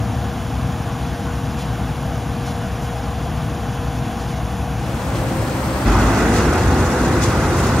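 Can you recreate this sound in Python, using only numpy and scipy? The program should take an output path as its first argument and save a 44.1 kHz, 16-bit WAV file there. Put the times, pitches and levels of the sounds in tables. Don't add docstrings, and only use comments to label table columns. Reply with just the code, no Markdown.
import sys
import numpy as np
from scipy import signal
from scipy.io import wavfile
from scipy.ndimage import uniform_filter1d

SR = 44100
rng = np.random.default_rng(int(sys.argv[2]) if len(sys.argv) > 2 else 0)


def unload_wav(signal):
    wavfile.write(
        sys.argv[1],
        SR,
        np.round(np.clip(np.atleast_2d(signal).T, -1, 1) * 32767).astype(np.int16),
    )


N = 343980

BLEND_START_S, CUT_S, END_S = 4.78, 5.857, 7.8
FAR_HZ, FULL_HZ = 63.3, 66
SLOW_HZ, PICK_UP_S = 48.5, .56
LABOUR_BEAT_DB = 21
STRAIN_TOP_S, STRAIN_RISE_S, STRAIN_EASE_S = 6.04, .22, .5
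GROWL_DB, GROWL_ORDER, GROWL_OCTAVES = 6, 5.6, .3
THROB_PER_S, THROB_TOP_S, THROB_DEPTH = 5.3, 7.02, 0.4
CRACKLE = .35
CHINK_T60_S, CHINK_RISE_S = .05, .004
KNOCK_T60_S, KNOCK_RISE_S = 0.02, 0.0016
FADE_BEND, SWELL_BEND = 0.57, 0.44

# f/Hz, gain/dB
LABOUR_GAIN = [(45, -6), (80, -1), (150, 1), (250, 4.5), (305, 0.5), (350, 3.5), (460, -0.5), (600, 2),
               (1000, 2), (2500, 4), (4000, 1.5)]


def gain_of(db):
    return 10 ** (np.asarray(db) / 20)


def evened(x):
    return x / np.sqrt(np.mean(abs(x) ** 2) + 1e-20)


def read(points, hz, column=1):
    table = np.array(points, float)
    return np.interp(np.log(hz + 1), np.log(table[:, 0] + 1), table[:, column])


def drift(n, span):
    noise = rng.standard_normal((2, n))
    a, b = uniform_filter1d(uniform_filter1d(noise, int(span)), int(span))
    return evened(a + 1j * b)


def engine(firing_hz, orders, ports, beat_db, overtones_db, strain):
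    turns, out = np.cumsum(firing_hz) / SR, 0
    for k, (multiple, db, rough, smear_hz) in enumerate(orders):
        rough = np.clip(rough, 0, 1)
        hz = multiple * firing_hz.mean()
        waver = np.sqrt(1 - rough ** 2) + rough * drift(len(turns), span=SR / (2 * smear_hz))
        if k == 0:
            level_db = db + beat_db
        else:
            growl_db = GROWL_DB * np.exp(-(np.log2(multiple / GROWL_ORDER) / GROWL_OCTAVES) ** 2)
            level_db = db + overtones_db + (read(LABOUR_GAIN, hz) + growl_db) * strain
        phasor = np.exp(2j * np.pi * (multiple * turns + rng.random()))
        tone = np.sqrt(2) * gain_of(level_db) * (waver * phasor).real
        tilt = gain_of(read(ports, hz, column=2) / 2)
        out = out + np.array([tone * tilt, tone / tilt])
    return out


def swishes(t, hz):
    # t/s, lift/dB (before the layer's share and the crackle), centre f/Hz
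    wads = [(1.06, 1.5, 5000), (1.598, 6, 6000), (2.475, 6, 5000), (2.83, 3, 9000), (4.07, 2, 4000),
            (4.215, 3.5, 6000), (4.3, 2.5, 5000), (5.163, 4, 5000), (6.02, 0, 5000), (6.21, 1, 6100),
            (6.36, 6.5, 6060), (6.55, 1.5, 4000), (6.784, 2, 5900), (7.236, 9.5, 6300), (7.592, 4.5, 9000),
            (7.655, 5, 7100)]
    lift_db = 0
    for s, db, centre_hz in wads:
        in_time = ((t - s) / np.where(t < s, .018, .04)) ** 2
        in_pitch = (np.log2((hz + 1) / centre_hz) / 1.2) ** 2
        lift_db = lift_db + db * np.exp(-in_time - in_pitch)
    return lift_db


def field(t, colour, ports, lead, patchy_db, flicker_db, swishing, strain, size):
    hop = size // 4
    frames, hz = len(t) // hop + 5, np.fft.rfftfreq(size, 1 / SR)[:, None]
    at = t[0] + np.arange(frames) * hop / SR
    a, b, c, d, patches = rng.standard_normal((frames, len(hz), 5)).T
    patches = evened(uniform_filter1d(uniform_filter1d(patches, size=12, axis=0), size=6, axis=1))
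    same = np.clip(read(ports, hz), 0, 1)
    left = a + 1j * b
    right = same * left + np.sqrt(1 - same ** 2) * (c + 1j * d)
    right = right * np.exp(-1j * read(lead, hz))
    tilt = gain_of(read(ports, hz, column=2) / 2)
    spectra = np.array([left * tilt, right / tilt])
    crackle = 1 + CRACKLE * drift(frames, span=1).real
    moving_db = patchy_db * patches + flicker_db * drift(frames, span=2.9).real
    moving_db = moving_db + swishing * swishes(at, hz) * crackle
    labour_db = read(LABOUR_GAIN, hz) * np.interp(at, t, strain)
    spectra *= gain_of(read(colour, hz) + labour_db + moving_db)
    return evened(signal.istft(spectra, nperseg=size, noverlap=size - hop)[1][:, :len(t)])


def place(row, orders, drone, hiss, ports, lead, flicker_db, labours=False):
    start_s, stop_s, top_hz, beat_db, drone_db, hiss_db = row
    start, stop = max(round(start_s * SR), 0), min(round(stop_s * SR), N)
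    t = np.arange(start, stop) / SR
    firing_hz = top_hz - labours * (top_hz - SLOW_HZ) * np.exp(-(t - start_s) / PICK_UP_S)
    slowness = 2 * (1 - firing_hz / top_hz)
    strain_width_s = np.where(t < STRAIN_TOP_S, STRAIN_RISE_S, STRAIN_EASE_S)
    strain = labours * np.exp(-((t - STRAIN_TOP_S) / strain_width_s) ** 2)
    depth = labours * np.clip(THROB_DEPTH * (1 - slowness), 0, .95)
    throb = 1 + depth * np.cos(2 * np.pi * THROB_PER_S * (t - THROB_TOP_S))
    beat_db = beat_db + LABOUR_BEAT_DB * slowness + 20 * np.log10(throb)
    rumble = field(t, drone, ports, lead, patchy_db=0.84, flicker_db=0.0, swishing=1.0,
                   strain=strain, size=2048)
    straw = field(t, hiss, ports, lead, patchy_db=1.12, flicker_db=flicker_db, swishing=.9,
                  strain=strain, size=512)
    out = np.zeros((2, N))
    out[:, start:stop] = engine(firing_hz, orders, ports, beat_db, drone_db, strain)
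    out[:, start:stop] += gain_of(drone_db) * rumble + gain_of(hiss_db) * straw
    out[:, start:start + 60] *= np.linspace(0, 1, 60)
    return out


def close_place():
    close_row = (CUT_S, END_S, FULL_HZ, -23, -16, -32.5)
    close_orders = [(1, -3.5, 0.16, 3.8), (4 / 3, -13.5, .6, 3), (1.81, -11, .5, 2.5), (4, -16, .6, 6),
                    (16 / 3, -23, .7, 5), (6, -19.5, .35, 4), (7.62, -23, .6, 4), (8, -17.5, .25, 3),
                    (12, -24, .65, 6)]
    close_drone = [(25, -42), (50, -0.5), (90, 0.5), (190, -5.5), (255, -3), (290, -8.5), (345, -4.5),
                   (400, -8.5), (600, -14), (780, -11.5), (1000, -15), (1330, -14.5), (1480, -14),
                   (1780, -22), (2000, -20), (2320, -28.5), (2450, -26), (2850, -29), (3100, -38),
                   (3350, -31), (6000, -48.5)]
    close_hiss = [(1500, -21), (3100, -4), (4200, -2), (6500, -1), (7500, -4.5), (9000, -6.5), (11500, -10),
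                  (12500, -15), (15700, -20)]
    close_ports = [(100, 0.99, 0.5), (348, 0.99, 1), (1040, 0.87, -1), (1700, 0.62, -2), (3100, 0.58, 1),
                   (4680, 0.19, 1), (7300, .05, 9.5), (8000, .1, 0), (9500, .05, 0)]
    close_lead = [(300, -.1), (1000, -.3), (2000, 0), (3100, .9), (4500, 1.4)]
    return place(close_row, close_orders, close_drone, close_hiss, close_ports, close_lead,
                 flicker_db=1.5, labours=True)


def nearer_place():
    nearer_row = (BLEND_START_S, CUT_S, FULL_HZ, -31, -20.5, -35.5)
    nearer_orders = [(1, 1, 0.85, 13), (1.88, -13, .7, 5), (3, -15, .6, 4), (4, -16, .5, 4),
                     (5, -18, .6, 4), (6, -23, .6, 4), (7.5, -21, .6, 4), (8, -13.5, .3, 3),
                     (12, -20, .5, 5), (15, -25, .4, 4)]
    nearer_drone = [(15, -60), (25, -32), (56, -3.5), (113, -2.5), (175, -8.5), (325, -7), (416, -16),
                    (533, -10.5), (669, -15), (790, -14), (1500, -19.5), (3500, -31.5), (4550, -46),
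                    (7700, -120)]
    nearer_hiss = [(1200, -30), (2500, -31), (4000, -1.5), (6000, -5), (8600, -4.5), (10000, -5),
                   (12000, -9.5), (15700, -14)]
    nearer_ports = [(100, .99, .5), (350, .95, 1), (1000, .76, 1), (2000, .3, 2.5), (4000, .45, .5),
                    (5500, .2, 4), (7200, .1, 1), (8600, .9, 0), (9200, .6, 0), (10100, .99, 0),
                    (11200, .6, 0), (12100, .99, 0), (12900, .6, 0), (13900, .99, 0), (14800, .6, 0),
                    (15500, .99, 0)]
    nearer_lead = [(1000, 0), (1700, .7), (8000, .7), (8600, 0), (9750, -3.14), (10400, -3.14),
                   (11800, -6.28), (12400, -6.28), (13500, -9.42), (14400, -9.42), (15200, -12.57)]
    return place(nearer_row, nearer_orders, nearer_drone, nearer_hiss, nearer_ports, nearer_lead,
                 flicker_db=1.0)


def far_place():
    far_row = (0, CUT_S, FAR_HZ, -36.5, -24.5, -41.5)
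    far_orders = [(1, 0, .6, 2), (2 / 3, -20, .4, 2), (5 / 3, -12, .6, 2), (2, -14, .6, 2), (3, -18, .6, 2),
                  (11 / 3, -21, .6, 2), (4, -16, .4, 2), (8, -31, .6, 2), (12, -23, .65, 3.5),
                  (37 / 3, -26, .6, 3), (38 / 3, -25, .55, 3), (13, -28, .6, 3), (14, -32, .6, 3),
                  (16, -32, .6, 3)]
    far_drone = [(25, -30), (42, -26), (60, -2.5), (130, 1), (170, -3.5), (250, -5), (300, -10),
                 (345, -13.5), (385, -19.5), (470, -15), (545, -18.5), (620, -14), (720, -12), (800, -11),
                 (870, -17.5), (1100, -16), (1320, -21), (1500, -19), (1950, -26.5), (3500, -30),
                 (6000, -96)]
    far_hiss = [(1200, -42), (2500, -5), (3600, -3), (4200, -5), (7000, -4.5), (8200, -6), (9500, -8),
                (11500, -11), (12600, -17), (14000, -15), (15600, -17.5)]
    far_ports = [(140, .995, 2.3), (350, .995, 1), (800, .98, 3), (1500, .995, 0), (2500, .998, 0),
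                 (3500, .9, 0), (5300, .998, 0), (6600, .998, 0), (7200, .7, 0), (7900, .995, 0),
                 (8800, .995, 0), (9400, .7, 0), (11100, .998, 0), (13000, .998, 0), (13500, .65, 0),
                 (15700, .5, 0)]
    far_lead = [(2580, 0), (3300, .5), (5250, 0), (6700, 0), (7800, 3.14), (8850, 3.14), (9300, 1.5),
                (11100, 0), (13000, 0), (15700, -2)]
    # f/Hz, level/dB, roughness 0-1, smear/Hz
    far_hums = [(57.8, -40, .6, 2), (60.6, -35, .6, 2), (71.7, -33.5, .55, 2), (117.1, -33.5, .55, 2.5),
                (135, -42, .7, 3), (152.5, -37, .9, 5), (477.3, -38.7, .13, 4), (350.5, -50, .6, 2),
                (659, -44.5, .9, 9), (703, -46, .8, 5), (722, -46.5, .85, 6), (842, -51, .7, 4)]
    hums = engine(np.ones(N), far_hums, far_ports, 0, 0, 0)
    machine = place(far_row, far_orders, far_drone, far_hiss, far_ports, far_lead, flicker_db=0.3)
    jolts = blows(0, CUT_S, per_s=33, db=-23.5, low_hz=58.5, octaves=2.27,
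                  t60_s=0.067, rise_s=0.0033, wide=.1)
    return hums + machine + jolts


def chinks(rows, t60_s=CHINK_T60_S, rise_s=CHINK_RISE_S, wide=1):
    out, t = np.zeros((2, N)), np.arange(SR // 10) / SR
    for (s, db, hz), (side, turn) in zip(rows, rng.random((len(rows), 2))):
        envelope = gain_of(db - 60 * t / t60_s) * (1 - np.exp(-t / rise_s))
        shift = np.array([[0], [wide * turn / 4]])
        ring = envelope * np.sin(2 * np.pi * (hz * t + shift))
        side = .5 + wide * (side - .5)
        part = out[:, round(s * SR):][:, :len(t)]
        part += (2 * ring * np.sqrt([[side], [1 - side]]))[:, :part.shape[1]]
    return out


def blows(start_s, stop_s, per_s, db, low_hz, octaves, t60_s, rise_s, wide):
    s, size, pitch = rng.random((int(per_s * (stop_s - start_s)), 3)).T
    times = start_s + s * (stop_s - start_s)
    levels_db = db - 12 * np.sqrt(size) - 5.0 * pitch
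    rows = np.transpose([times, levels_db, low_hz * 2 ** (octaves * pitch)])
    return chinks(rows, t60_s, rise_s, wide)


def clatter(blend):
    # t/s, level/dB (before soft start and panning), f/Hz
    clear_knocks = [(5.065, -17, 721), (5.22, -17, 770), (5.425, -16, 603), (5.815, -13, 638),
                    (5.952, -6, 1030), (6.528, -11, 654), (6.735, -11, 820), (6.839, -11, 840),
                    (7.143, -11, 929), (7.249, -9.5, 1070), (7.545, -10, 1000)]
    nearer = blows(BLEND_START_S, CUT_S, per_s=70, db=-18, low_hz=550, octaves=2.3,
                   t60_s=KNOCK_T60_S, rise_s=KNOCK_RISE_S, wide=.4)
    close = blows(CUT_S, END_S, per_s=70, db=-17, low_hz=548, octaves=1.9,
                  t60_s=KNOCK_T60_S, rise_s=KNOCK_RISE_S, wide=.4)
    return blend * nearer + close + chinks(clear_knocks, KNOCK_T60_S, KNOCK_RISE_S, wide=.3)


def rattle(start_s, stop_s, per_s, db):
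    s, size, pitch = rng.random((int(per_s * (stop_s - start_s)), 3)).T
    times = start_s + s * (stop_s - start_s)
    levels_db = db - 8 * size - 10 * pitch
    return chinks(np.transpose([times, levels_db, 900 * 2 ** (3.3 * pitch)]))


def loose_metal():
    # t/s, level/dB (before soft start and panning), f/Hz
    clear_chinks = [(5.94, -25, 5480), (6.19, -35, 7500), (6.19, -25, 1980), (6.36, -30, 7360),
                    (6.43, -33.5, 8400), (6.455, -27, 5400), (6.545, -22, 2500), (6.86, -30, 7100),
                    (7.58, -40, 7000), (7.765, -29, 8500)]
    return chinks(clear_chinks) + rattle(CUT_S, END_S, per_s=220, db=-25)


def scene():
    blend = np.clip((np.arange(N) / SR - BLEND_START_S) / (CUT_S - BLEND_START_S), 0, 1)
    far = (1 - blend) ** FADE_BEND * far_place()
    nearer = blend ** SWELL_BEND * nearer_place()
    return close_place() + nearer + far + clatter(blend) + loose_metal()


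def record(dry):
    thinned = signal.sosfilt(signal.butter(2, 38, "high", fs=SR, output="sos"), dry)
    rounded = 1.3 * np.tanh(thinned / 1.3)
    band_limit = signal.firwin(1535, 15760, window=("kaiser", 9), fs=SR)  # low-pass, edge in Hz
    return signal.oaconvolve(rounded, band_limit[None], "same")


dry = scene()
out = record(dry)
unload_wav(out)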